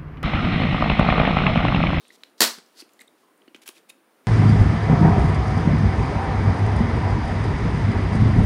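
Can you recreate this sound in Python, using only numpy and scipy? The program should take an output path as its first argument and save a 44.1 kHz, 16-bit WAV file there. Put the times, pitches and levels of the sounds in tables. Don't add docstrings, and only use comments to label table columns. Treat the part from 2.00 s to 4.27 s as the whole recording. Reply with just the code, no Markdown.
import sys
import numpy as np
from scipy import signal
from scipy.fft import rfft, irfft, next_fast_len
from scipy.io import wavfile
from scipy.ndimage import uniform_filter1d, map_coordinates

SR = 44100
rng = np.random.default_rng(int(sys.argv[2]) if len(sys.argv) > 2 else 0)


def wav_out(sig):
    wavfile.write(sys.argv[1], SR, np.round(np.clip(np.atleast_2d(sig).T, -1, 1) * 32767).astype(np.int16))


def linear_from_db(decibels):
    return 10 ** (np.asarray(decibels, float) / 20)


N = 100107

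# start_s, level_db
CRACKS = [
    (.4055, -9),
    (.4063, -6),
    (.40675, -7),
    (.4072, -9),
    (.4081, -9),
    (.409, -11),
    (.4105, -18),
    (.412, -20),
]
# pitch_hz, level_db, t60_s
BAR_MODES = [(361.8, -24, 0.023), (689.5, -20, 0.025), (1046, -18.5, 0.0092), (1870, -12.5, 0.012),
             (3030, -15, .01), (4488, -7.5, 0.0043), (6970, -11, 0.0059), (9950, -15, 0.002),
             (13900, -18, 0.0036)]
# start_s, peak_db
GLINTS = [(.4142, -6.5), (0.4167, -2), (0.418, -6.5), (0.4202, -5.5), (0.4218, -6.5), (0.4238, -8),
          (0.4284, -7), (0.43, -8.5), (0.4312, -10.5), (0.4336, -8.5), (0.4355, -11), (0.4382, -10.5),
          (0.4395, -10.5), (0.4405, -9), (0.4459, -12.5), (0.4474, -12.5), (0.4489, -10), (0.4505, -13.5),
          (0.4522, -13), (0.4558, -14), (0.4613, -15), (0.4648, -16), (0.4717, -17), (0.4734, -16.5),
          (0.4756, -18), (0.4779, -16), (0.4823, -20.5)]
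# delay_s, level_db
WALLS = [(.0088, -5.5), (.0115, -10), (0.0124, -15.5), (0.013, -9), (0.0225, -11), (.033, -9.5),
         (0.042, -14)]
# pitch_hz, level_db, t60_s
ROOM_MODES = [(228, -30.5, 0.26), (253, -34.5, 0.17), (325, -33.5, 0.15)]
# frequency_hz, level_db
SNAP_POWER = [(150, -20), (230, 2.5), (450, -1), (1500, 2), (2800, -3.5), (4400, 5.5), (6500, -2),
              (15000, -8)]
# frequency_hz, t60_s
ROOM_T60 = [(150, 0.17), (300, 0.24), (1000, 0.28), (4000, .28), (8000, 0.27), (15000, 0.22)]
# start_s, peak_db, pitch_hz, t60_s, broad_db
TICKS = [(0.0525, -47, 2600, 0.0036, -11), (0.235, -36.5, 3930, 0.0061, -7.5),
         (.2351, -37, 2311, 0.0046, -7.5), (0.2357, -46.5, 7000, 0.011, -1), (0.237, -48, 3070, 0.011, -6),
         (.2465, -54.5, 4200, 0.0087, -16), (.298, -62, 3020, 0.0067, -2), (.585, -40, 2000, 0.012, 2.5),
         (0.663, -53.5, 5400, 0.0094, -3.5), (.8045, -44, 4520, .01, -13.5), (.8225, -45, 2600, 0.006, -8),
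         (0.8921, -55.5, 2600, 0.014, 3), (0.9341, -52.5, 11420, 0.0076, -1.5),
         (.935, -59, 7100, 0.017, -3), (.992, -49, 3800, 0.0076, -1), (1.0032, -49, 7430, 0.011, -3),
         (1.0098, -50, 8830, .007, -4.5), (1.0165, -47.5, 8200, 0.01, -5), (1.0166, -51, 11800, 0.011, -2),
         (1.0165, -46, 2000, 0.015, -4), (1.377, -61, 8790, 0.009, -23)]
# start_s, peak_db, pitch_hz, t60_s, broad_db
BITES = [(1.419, -57, 3200, 0.0073, -11), (1.4215, -58.5, 2000, .008, -8.5), (1.4785, -51, 1773, .008, -2),
         (1.5465, -37.5, 2500, 0.0065, -6.5), (1.548, -53, 4280, .012, 5), (1.549, -45, 2190, 0.0065, -3.5),
         (1.551, -47.5, 3000, 0.011, -10), (1.555, -53, 3000, 0.0073, -4), (1.559, -48, 2500, 0.0074, 3),
         (1.5605, -56, 1510, .012, -2), (1.563, -49, 2500, 0.0095, 3), (1.66, -48, 1640, 0.02, 1),
         (1.675, -46, 3000, 0.011, 4), (1.6779, -31, 10500, 0.0075, 2), (1.678, -36, 14800, 0.0052, -8),
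         (1.677, -37.5, 2410, 0.013, 2.5), (1.6795, -36.5, 3200, 0.0083, 2), (1.686, -36, 9800, 0.0073, -4),
         (1.6895, -34, 3020, 0.0053, 6.5), (1.6905, -41, 2500, 0.007, -3), (1.6925, -45, 1100, 0.013, 5.5),
         (1.685, -49, 2500, .015, -10), (1.6917, -47, 9900, 0.017, 3), (1.767, -52, 2550, 0.031, -16.5),
         (1.8945, -46, 10020, 0.008, -5), (1.8965, -47, 9810, 0.0064, 0.5),
         (1.8988, -45, 10000, .014, -4.5)]
# start_s, length_s, peak_db, pitch_hz, roughness (0-1)
SQUEAKS = [(0.071, .003, -54.5, 3350, 0.4), (0.08, 0.0059, -61.5, 8500, 1.04),
           (.104, 0.0045, -45, 1956, 0.2), (0.106, .003, -60, 3700, .2), (0.109, .003, -56, 3610, .4),
           (.993, 0.0055, -51.5, 2000, 0.17), (.994, 0.0027, -62, 7900, 0.53),
           (1.0067, 0.0098, -48.5, 2115, 0.26), (1.008, 0.0068, -50, 3810, 0.33),
           (1.075, 0.005, -57.5, 8460, 0.5), (1.0784, 0.0053, -54, 3700, .25),
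           (1.482, 0.0049, -55, 2900, 0.1), (1.48, 0.0073, -63.5, 4400, 0.15),
           (1.898, 0.0067, -47, 2540, 0.05), (1.899, 0.0088, -49.5, 3720, 0.3),
           (1.896, .008, -55, 7000, 0.34)]
# start_s, rise_s, hold_s, fall_s, level_db
RUSTLES = [(.0, 0.0023, 0.16, 0.017, -69.5), (0.113, 0.014, 0.033, 0.0055, -65),
           (0.165, 0.017, 0.1, 0.045, -75), (0.37, 0.012, 0.03, .003, -62.5),
           (0.599, 0.024, 0.24, 0.1, -74), (0.728, 0.076, 0.008, 0.022, -50.5),
           (0.852, 0.035, 0.12, 0.079, -78.5), (0.983, 0.025, 0.0094, 0.043, -63.5),
           (1.15, 0.032, .05, 0.057, -77.5), (1.217, 0.017, 0.057, .05, -72),
           (1.548, 0.0018, 0.03, 0.021, -74), (1.616, 0.0015, .02, 0.0059, -60.5),
           (1.655, 0.0049, 0.03, 0.043, -55.5), (1.716, 0.04, 0.024, 0.04, -63.5),
           (1.88, 0.021, 0.0037, 0.0097, -53.5), (2.232, 0.017, 0.026, 0.011, -74)]
# resonance_hz, width_hz, broad_db
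RUSTLE_COLOUR = [(3700, 880, -10), (5180, 3000, -3.5), (3500, 2400, -16), (4540, 2500, -12.5),
                 (2000, 3400, -20.5), (4560, 800, -3), (7000, 1100, 10), (2190, 2500, -17.5),
                 (3946, 2940, -12), (1055, 64, -16.5), (2500, 2500, -25), (2500, 2900, -1),
                 (2500, 7200, -5), (2600, 2100, -4), (2600, 890, -3), (2000, 1100, -14)]
# start_s, peak_db, pitch_hz, t60_s
KNOCKS = [(.174, -36, 400, 0.0065), (0.577, -31, 186, 0.021), (.584, -38, 423, 0.019),
          (0.822, -35.5, 312, 0.024), (1.478, -34, 306, 0.017), (1.547, -30.5, 301, 0.015),
          (1.009, -50, 250, 0.033), (1.51, -50, 296.4, 0.033), (1.689, -33.5, 352, 0.017),
          (1.767, -53.5, 330, 0.073), (1.902, -44.5, 523, 0.016)]
# frequency_hz, density_db (per Hz)
FLOOR_SPECTRUM = [(18, -54.5), (60, -38.5), (233, -4), (364, -2), (404, -4), (822, -9.5), (1280, -11.5),
                  (6380, -28), (16000, -28)]
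# pitch_hz, level_db (rms)
WHINE = [(7192, -96), (9593, -80.5), (11989, -90), (14390, -92)]

SNAP_NOISE_DB, SNAP_NOISE_T60_S = -9, 0.0091
GLINT_DB, GLINT_T60_S, GLINT_HZ, GLINT_WIDTH_HZ = -7, 0.0025, 3500, 5700
WALL_DULL_HZ = 11600
TAIL_START_S, TAIL_RISE_S, TAIL_DB = 0.008, 0.0019, 12
SMALL_TAIL_DB, SMALL_WALL_DB = -15, -19
FLOOR_DB = -62
LOW_CUT_HZ, SUB_CUT_HZ, TOP_HZ, LEAK_DB = 190, 92, 15800, -36.5


def unit(x):
    return x / np.sqrt(np.mean(x ** 2) + 1e-20)


def along(points, hz):
    f, values = np.transpose(points)
    return np.interp(np.log(hz + 1), np.log(f + 1), values)


def filtered(x, response):
    size = next_fast_len(len(x) + 8192)
    spectrum = rfft(x, size) * response(np.fft.rfftfreq(size, 1 / SR))
    return irfft(spectrum, size)[:len(x)]


def peak(hz, width_hz):
    return lambda f: 1j * f * width_hz / (hz * hz - f * f + 1j * f * width_hz)


def sine(hz, t):
    return np.sin(2 * np.pi * hz * t)


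def seconds(size):
    return np.arange(size) / SR


def add(track, s, piece):
    part = track[max(round(s * SR), 0):][:len(piece)]
    part += piece[:len(part)]


def wobble(rate_hz, size):
    points = rng.standard_normal(int(size * rate_hz / SR) + 4)
    return map_coordinates(points, [np.arange(size) * rate_hz / SR])


def snap():
    out, t = np.zeros(N), seconds(SR // 8)
    for s, db in CRACKS:
        ring = 0
        for hz, level, t60 in BAR_MODES:
            struck_db = level + rng.normal(0, 2.3)
            ring = ring + linear_from_db(struck_db - 60 * t / t60) * sine(hz, t)
        spit = linear_from_db(SNAP_NOISE_DB - 60 * t / SNAP_NOISE_T60_S) * rng.standard_normal(len(t))
        add(out, s, linear_from_db(db) * (ring + spit))
    return out


def glints():
    out, t = np.zeros(N), seconds(SR // 100)
    for s, db in GLINTS:
        spit = rng.standard_normal(len(t)) * linear_from_db(-60 * t / GLINT_T60_S)
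        spike = filtered(spit, peak(GLINT_HZ * linear_from_db(rng.normal(0, 3)), GLINT_WIDTH_HZ))
        add(out, s, linear_from_db(db + GLINT_DB) * spike / np.abs(spike).max())
    return out


def walls(x):
    def echoes(f):
        delayed = sum(linear_from_db(db) * np.exp(-2j * np.pi * f * s) for s, db in WALLS)
        return delayed / (1 + 1j * f / WALL_DULL_HZ)
    return filtered(x, echoes)


def room_modes():
    out, t = np.zeros(N), seconds(SR // 2)
    waves = sum(linear_from_db(db - 60 * t / t60) * sine(hz, t) for hz, db, t60 in ROOM_MODES)
    add(out, CRACKS[0][0], waves * (1 - np.exp(-t / 0.004)))
    return out


def tail():
    hz, t, z = signal.stft(rng.standard_normal(SR // 2), SR, nperseg=256)
    decay = linear_from_db(-60 * t / along(ROOM_T60, hz)[:, None])
    noise = signal.istft(z * decay, SR, nperseg=256)[1]
    noise = noise * (1 - np.exp(-seconds(len(noise)) / TAIL_RISE_S))
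    return np.pad(noise / np.linalg.norm(noise), (round(TAIL_START_S * SR), 0))


def ticks():
    out, t = np.zeros(N), seconds(SR // 20)
    for s, db, hz, t60, broad_db in TICKS + BITES:
        fall = linear_from_db(-60 * t / t60) * (1 - np.exp(-t / (0.015 * t60)))
        narrow = peak(hz, 0.4 * hz)
        broad = peak(hz, 1.5 * hz * linear_from_db(broad_db))
        rough = unit(filtered(rng.standard_normal(len(t)), lambda f: narrow(f) ** 2))
        spit = unit(filtered(rng.standard_normal(len(t)), lambda f: broad(f) ** 2))
        piece = fall * (sine(hz, t) + 0.35 * rough + linear_from_db(broad_db) * spit)
        add(out, s, linear_from_db(db) * piece / np.abs(piece).max())
    return out


def squeaks():
    out, t = np.zeros(N), seconds(SR // 50)
    for s, length, db, hz, rough in SQUEAKS:
        band = peak(hz, 0.3 * hz)
        noise = unit(filtered(rng.standard_normal(len(t)), lambda f: band(f) ** 2))
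        shape = np.sin(np.pi * np.clip(t / length, 0, 1) ** 0.7)
        add(out, s, linear_from_db(db) * shape * ((1 - rough) * sine(hz, t) + rough * noise))
    return out


def rustles():
    out, size = np.zeros(N), SR // 4
    t = seconds(size)

    def broad(f):
        return peak(2500, 5500)(f) - 0.7 * peak(11000, 6000)(f)
    for (s, rise, hold, fall, db), (hz, width_hz, broad_db) in zip(RUSTLES, RUSTLE_COLOUR):
        swell = np.clip(t / rise, 0, 1) ** 2.2
        fade = linear_from_db(-20 * np.clip(t - rise - hold, 0, None) / fall)
        grains = rng.standard_normal((2, size)) * linear_from_db(1.5 * wobble(450, size))
        sound = unit(filtered(grains[0], peak(hz, width_hz)))
        sound = sound + linear_from_db(broad_db) * unit(filtered(grains[1], broad))
        add(out, s, linear_from_db(db) * swell * fade * unit(sound))
    return out


def knocks():
    out, t = np.zeros(N), seconds(SR // 5)
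    for s, db, hz, t60 in KNOCKS:
        add(out, s, linear_from_db(db - 60 * t / t60) * (1 - np.exp(-t / 0.0029)) * sine(hz, t))
    return out


def floor():
    z = signal.stft(rng.standard_normal(N), nperseg=512)[2]
    patches = uniform_filter1d(rng.standard_normal(z.shape), 6, 0)
    patches = uniform_filter1d(patches, 14, 1)
    noise = signal.istft(z * linear_from_db(0.51 * unit(patches)), nperseg=512)[1][:N]
    hiss = unit(filtered(noise, lambda f: linear_from_db(along(FLOOR_SPECTRUM, f))))
    t, whine = seconds(N), np.zeros(N)
    for hz, db in WHINE:
        drift = 0.39 * wobble(20, N)
        whine += np.sqrt(2) * linear_from_db(db) * np.sin(2 * np.pi * hz * t + drift)
    return linear_from_db(FLOOR_DB + wobble(4.9, N) / 2) * hiss + whine


def scene():
    bar = snap()
    small = ticks() + squeaks() + rustles() + knocks()
    far = np.zeros(N)
    snap_tail = filtered(tail(), lambda f: linear_from_db(along(SNAP_POWER, f)))
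    add(far, CRACKS[1][0], linear_from_db(TAIL_DB) * snap_tail)
    small_room = linear_from_db(SMALL_WALL_DB) * walls(small)
    small_room = small_room + linear_from_db(SMALL_TAIL_DB) * signal.fftconvolve(small, tail())[:N]

    def low_cut(f):
        return 1j * peak(LOW_CUT_HZ, 1.26 * LOW_CUT_HZ)(f) ** 3 * (f / LOW_CUT_HZ) ** 3
    sources = bar + walls(bar) + far + glints() + room_modes() + small + small_room
    return (filtered(sources, low_cut) + floor())[None]


def low_pass(x):
    return signal.sosfilt(signal.butter(12, 16970, fs=SR, output="sos"), x)


def record(dry):
    x = dry[0] / (1 + np.abs(dry[0] / 0.7) ** 4) ** (1 / 4)

    def band(f):
        top = linear_from_db(LEAK_DB) + 1 / (1 + (f / TOP_HZ) ** 200)
        return top * 1j * f / (SUB_CUT_HZ + 1j * f)
    mix = filtered(x, band)[None]
    return low_pass(mix)


dry = scene()
out = record(dry)
wav_out(out)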